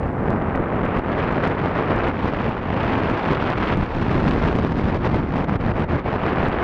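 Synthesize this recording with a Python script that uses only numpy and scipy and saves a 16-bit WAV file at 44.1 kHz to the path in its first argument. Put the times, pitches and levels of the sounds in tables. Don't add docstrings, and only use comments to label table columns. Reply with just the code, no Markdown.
import sys
import numpy as np
from scipy import signal
from scipy.fft import rfft, irfft, next_fast_len
from scipy.io import wavfile
from scipy.ndimage import uniform_filter1d, map_coordinates

SR = 44100
rng = np.random.default_rng(int(sys.argv[2]) if len(sys.argv) > 2 else 0)


def attenuation_scalar(level_db):
    decades = np.asarray(level_db, float) / 20
    return 10 ** decades


def store_pcm(level_fs):
    pcm = np.round(np.clip(level_fs, -1, 1) * 32767).astype(np.int16)
    wavfile.write(sys.argv[1], SR, np.atleast_2d(pcm).T)


N = 292439

# (time [s], brightness from air speed [dB], flow strength [dB], share of large wake eddies [dB])
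FLIGHT = [(0, -22.5, -1, 2.5), (0.301, -22, 0.5, 0.5), (.75, -19, 0, -3), (1.2, -14, 0.5, -1),
          (1.6, -15, 0.5, 0), (2.05, -13.5, 1.5, -2), (2.2, -13, -0.5, 1.5), (2.62, -13, -3, -0.5),
          (2.9, -13, 1, 0.5), (3.45, -12, 1.5, 0), (3.73, -11, -1.5, 0.5), (3.95, -15, -1.5, 5),
          (4.4, -15, 0.5, 4.5), (4.75, -16, -2, 5.5), (5.3, -17, -0.5, 4.5), (5.9, -15, -0.5, 2),
          (6.15, -14, -0.5, 0), (6.63, -13, 1, -2)]
BRIGHT, FLOW, WAKE = 1, 2, 3
# (time [s], strength [dB], half length [s])
GUSTS = [(.29, 1, .04), (.56, 1, .04), (.955, 3.5, 0.014), (1.2, 2, 0.031), (1.455, 4, 0.025),
         (1.77, 2.5, .03), (2.08, 2, 0.02967), (2.28, 1.5, 0.033), (2.46, 2, 0.041), (2.83, 3, 0.039),
         (2.92, 2.5, 0.027), (3.2, 1, 0.028), (3.31, 2, 0.0392), (3.5, 1.5, 0.029), (3.605, 2.5, 0.02012),
         (3.655, 3.5, .02), (3.72, 4, 0.034), (4.13, 2, 0.0404), (4.27, 1, 0.059), (4.47, 2, .04),
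         (4.8, 2, 0.022), (4.91, 2.5, 0.0399), (5.06, 4.5, 0.025), (5.175, 3, .03), (5.39, 3, 0.026),
         (6.07, 2.5, .03), (6.27, 2.5, .05), (6.45, 2, .04)]
# (time [s], depth [dB], return [s])
LULLS = [(.1, 2, .08), (.61, 2, .04), (1.0, 2.5, .07), (1.03, 2, .03), (1.55, 3, .03), (1.72, 3, .03),
         (1.82, 2, .03), (2.105, 4, .08), (2.31, 3, .02), (2.6, 2, .04), (3.36, 3, .03), (3.555, 2.5, .035),
         (3.745, 6, .04), (3.885, 2, .04), (4.73, 2, .03), (4.975, 4, .025), (5.21, 4, .1), (6.2, 2, .03),
         (6.49, 3, .04), (5.452, 8, .028), (5.57, 9, .035), (5.725, 7, .024), (5.85, 9, .036),
         (6.0, 6, .04), (6.025, 6, .03)]
# (time [s], rumble change [dB], half length [s])
SWELLS = [(.66, 3, 0.056), (.86, 2, 0.11), (1.02, 0, .06), (1.93, 3, 0.053), (2.45, 4, 0.048),
          (3.02, 2.5, .06), (3.21, -9, 0.055), (3.31, 2, 0.043), (3.51, -3, 0.035), (3.77, 9, 0.064),
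          (3.9, -9, 0.048), (4.22, 1.5, 0.066), (4.66, 0.5, .04), (5.37, -1.5, 0.053), (5.65, 4, 0.019),
          (5.8, 5, .03), (5.94, 5, 0.038), (6.4, 3, 0.093)]
# (frequency [Hz], density [dB per Hz])
RUMBLE = [(10, -27.5), (25, -12), (50, -10.5), (85, -3.5), (130, -3.5), (200, -5.5), (300, -10.5),
          (500, -20), (900, -73)]
# (frequency [Hz], density [dB per Hz])
HEAVE = [(8, -24.5), (25, -4.5), (50, -3.5), (90, -5), (130, -13.5), (220, -59.5)]
# (frequency [Hz], density [dB per Hz])
RUSH = [(40, -28), (120, -12), (250, -3), (500, -5.5), (1000, -9), (1600, -14.5), (2500, -22), (4000, -42),
        (6300, -70), (10000, -83)]
# (frequency [Hz], density [dB per Hz])
CRACKLE = [(1000, -16.5), (2500, 6.5), (3500, 2.5), (5000, -5.5), (7000, -20), (9000, -29.5),
           (10500, -28.5), (11500, -70)]
# (time [s], tick peak [dB])
SURGES = [(0.3049, -42), (0.559, -44), (0.6025, -60), (0.7648, -52), (0.8317, -52), (0.8539, -45),
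          (0.9656, -49), (0.9884, -45), (1.2415, -50), (1.324, -45), (1.4768, -40), (1.81, -50),
          (1.962, -43), (2.0849, -43), (2.2458, -54), (2.4932, -46), (3.1146, -45), (3.3191, -47),
          (3.7728, -41), (3.8284, -47), (4.1862, -50), (4.2941, -42), (4.335, -48), (4.5621, -43),
          (4.7966, -49), (5.1592, -46), (5.7959, -45), (6.4057, -51), (6.4393, -48), (6.4847, -41)]
# (time [s], snap peak [dB])
SNAPS = [(2.8433, -50), (2.902, -45), (2.9952, -44), (3.2674, -49), (3.4248, -49), (3.5885, -57),
         (3.6524, -49), (4.0757, -48), (4.1296, -44), (4.3036, -46), (4.5702, -47), (4.6654, -44),
         (4.7749, -50), (4.9054, -47), (5.0527, -49), (5.3815, -41), (5.4079, -50), (5.444, -47),
         (5.5332, -48), (5.6615, -48)]
# (time [s], level [dB])
HISS = [
    (0, -69.5),
    (.9, -72.5),
    (1.601, -83),
    (6.63, -84),
]

USUAL_BRIGHT_DB, DB_PER_OCTAVE = -14, 20
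CEILING = .39
RUMBLE_DB, RUSH_DB, CRACKLE_DB = -26, -24.5, -62
RUMBLE_PER_FLOW, RUMBLE_PER_LULL, RUSH_PER_WAKE = 0.83, 1, -0.38
CRACKLE_PER_FLOW, CRACKLE_PER_WAKE, CRACKLE_PER_BRIGHT = 0.97, 1.36, 1.25
BRIGHT_PER_LULL, BRIGHT_PER_GUST = .4, .3


def evened(x):
    return x / np.sqrt(np.mean(x ** 2) + 1e-20)


def coloured(x, points):
    hz, db = np.transpose(points)
    size = next_fast_len(len(x))
    bins = np.fft.rfftfreq(size, 1 / SR)
    gain = attenuation_scalar(np.interp(np.log(bins + 1), np.log(hz + 1), db, right=-140))
    filtered = irfft(rfft(x, size) * gain, size)[:len(x)]
    return evened(filtered)


def wobble(low_hz, high_hz):
    points = [(0, -60), (low_hz / 2, -30), (low_hz, 0), (high_hz, -8), (high_hz * 2, -40)]
    return coloured(rng.standard_normal(N), points)


def add(mix, s, shape):
    start = round(s * SR) - len(shape) // 2
    mix[start:start + len(shape)] += shape


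def bumps(rows, before=1):
    t = np.arange(0, N / SR + .001, .001)
    s, db, half = np.transpose(rows)[:, :, None]
    bell = np.exp(-((t - s) / np.maximum(half, .005)) ** 2)
    total = (db * np.where(t > s, 1, before) * bell).sum(0)
    return np.interp(np.arange(N) / SR, t, total)


def flight(column):
    rows = np.array(FLIGHT)
    return np.interp(np.arange(N) / SR, rows[:, 0], rows[:, column])


def lulls():
    return uniform_filter1d(bumps(LULLS, before=0), size=500)


def flow():
    return flight(FLOW) + bumps(GUSTS)


def brightness():
    return flight(BRIGHT) + BRIGHT_PER_GUST * bumps(GUSTS) - BRIGHT_PER_LULL * lulls()


def rumble(gust):
    lumps_db = .5 * gust + 1.0 * wobble(27, 50) - RUMBLE_PER_LULL * lulls()
    level_db = RUMBLE_DB + RUMBLE_PER_FLOW * flight(FLOW) + flight(WAKE) + bumps(SWELLS)
    slow_db = uniform_filter1d(level_db, size=20000)
    heave_db = 2.28 * (slow_db + 23) - 31.5
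    heave = attenuation_scalar(heave_db) * coloured(rng.standard_normal(N), HEAVE)
    return attenuation_scalar(level_db + lumps_db) * coloured(rng.standard_normal(N), RUMBLE) + heave


def rush(gust, swing):
    row = coloured(rng.standard_normal(3 * N), RUSH)
    octaves = (brightness() - USUAL_BRIGHT_DB) / DB_PER_OCTAVE
    octaves = octaves + 0.03006 * gust + .14 * wobble(84, 500)
    place = np.cumsum(2 ** np.clip(octaves, -1.5, 1.5))
    swept = map_coordinates(row, [place], order=5)
    riding = 1 + 0.32 * uniform_filter1d(abs(swing), size=100)
    level_db = RUSH_DB + flow() + RUSH_PER_WAKE * flight(WAKE)
    flutter_db = 1.26 * gust + 2.26 * wobble(43, 600) - lulls() - 1.66
    return attenuation_scalar(level_db + flutter_db) * riding * swept


def crackle(gust, swing):
    size = attenuation_scalar(1.8 * np.minimum(rng.exponential(1, N), 5)) * rng.standard_normal(N)
    struck = rng.random(N) < 6000 / SR
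    flutter = attenuation_scalar(2.0 * gust + 1.6 * wobble(55, 450))
    bursts = size * struck * flutter * (1 + 0.82 * abs(swing))
    level_db = (CRACKLE_DB + CRACKLE_PER_FLOW * flow() + CRACKLE_PER_WAKE * flight(WAKE)
                + CRACKLE_PER_BRIGHT * (flight(BRIGHT) - USUAL_BRIGHT_DB))
    return attenuation_scalar(level_db + 11.5 - 1.5 * lulls()) * coloured(bursts, CRACKLE)


def lopsided(air):
    return air + .55 * (air ** 2 - uniform_filter1d(air ** 2, size=2000))


def push_surges(air):
    t = np.arange(-200, 201) / SR
    push = .7 * np.exp(-(t / .0005) ** 2) + .3 * np.exp(-(t / .0012) ** 2)
    for s, db in SURGES:
        add(air, s, push * (CEILING - attenuation_scalar(db + 26) - air[round(s * SR)]))


def corners():
    t, out = np.arange(-200, 201) / SR, np.zeros(N)
    cusp = np.exp(-abs(t) / np.where(t < 0, .00014, .0003))
    step = np.tanh(t / .00005) * np.exp(-abs(t) / .00025)
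    for s, db in SURGES:
        add(out, s, attenuation_scalar(db + 28) * cusp)
    for s, db in SNAPS:
        add(out, s, attenuation_scalar(db + 15) * step)
    return uniform_filter1d(out, size=2)


def scene():
    unsteadiness = attenuation_scalar(.5 * (flight(BRIGHT) - USUAL_BRIGHT_DB))
    gust = 0.745 * wobble(10, 45) * unsteadiness
    low = rumble(gust)
    air = low + rush(gust, evened(low))
    air = air + crackle(gust, evened(air))
    air = lopsided(air)
    push_surges(air)
    return air[None]


def band_limit(x):
    return signal.sosfilt(signal.butter(12, 10960, fs=SR, output="sos"), x)


def record(dry):
    held = dry / (1 + (dry / (1.15 * CEILING)) ** 6) ** (1 / 6)
    hiss_db = np.interp(np.arange(N) / SR, *np.transpose(HISS))
    hiss = attenuation_scalar(hiss_db) * rng.standard_normal(N)
    coupled = signal.lfilter(*signal.butter(1, 8, "high", fs=SR), held + corners() + hiss)
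    band = signal.firwin(101, 10300, window=("kaiser", 9), fs=SR)
    padded = np.pad(coupled, [(0, 0), (50, 50)], "reflect", reflect_type="odd")
    limited = signal.oaconvolve(padded, band[None], "valid")
    limited = limited * np.minimum(np.arange(N)[::-1] / 60 + .05, 1)
    return band_limit(limited)


dry = scene()
out = record(dry)
store_pcm(out)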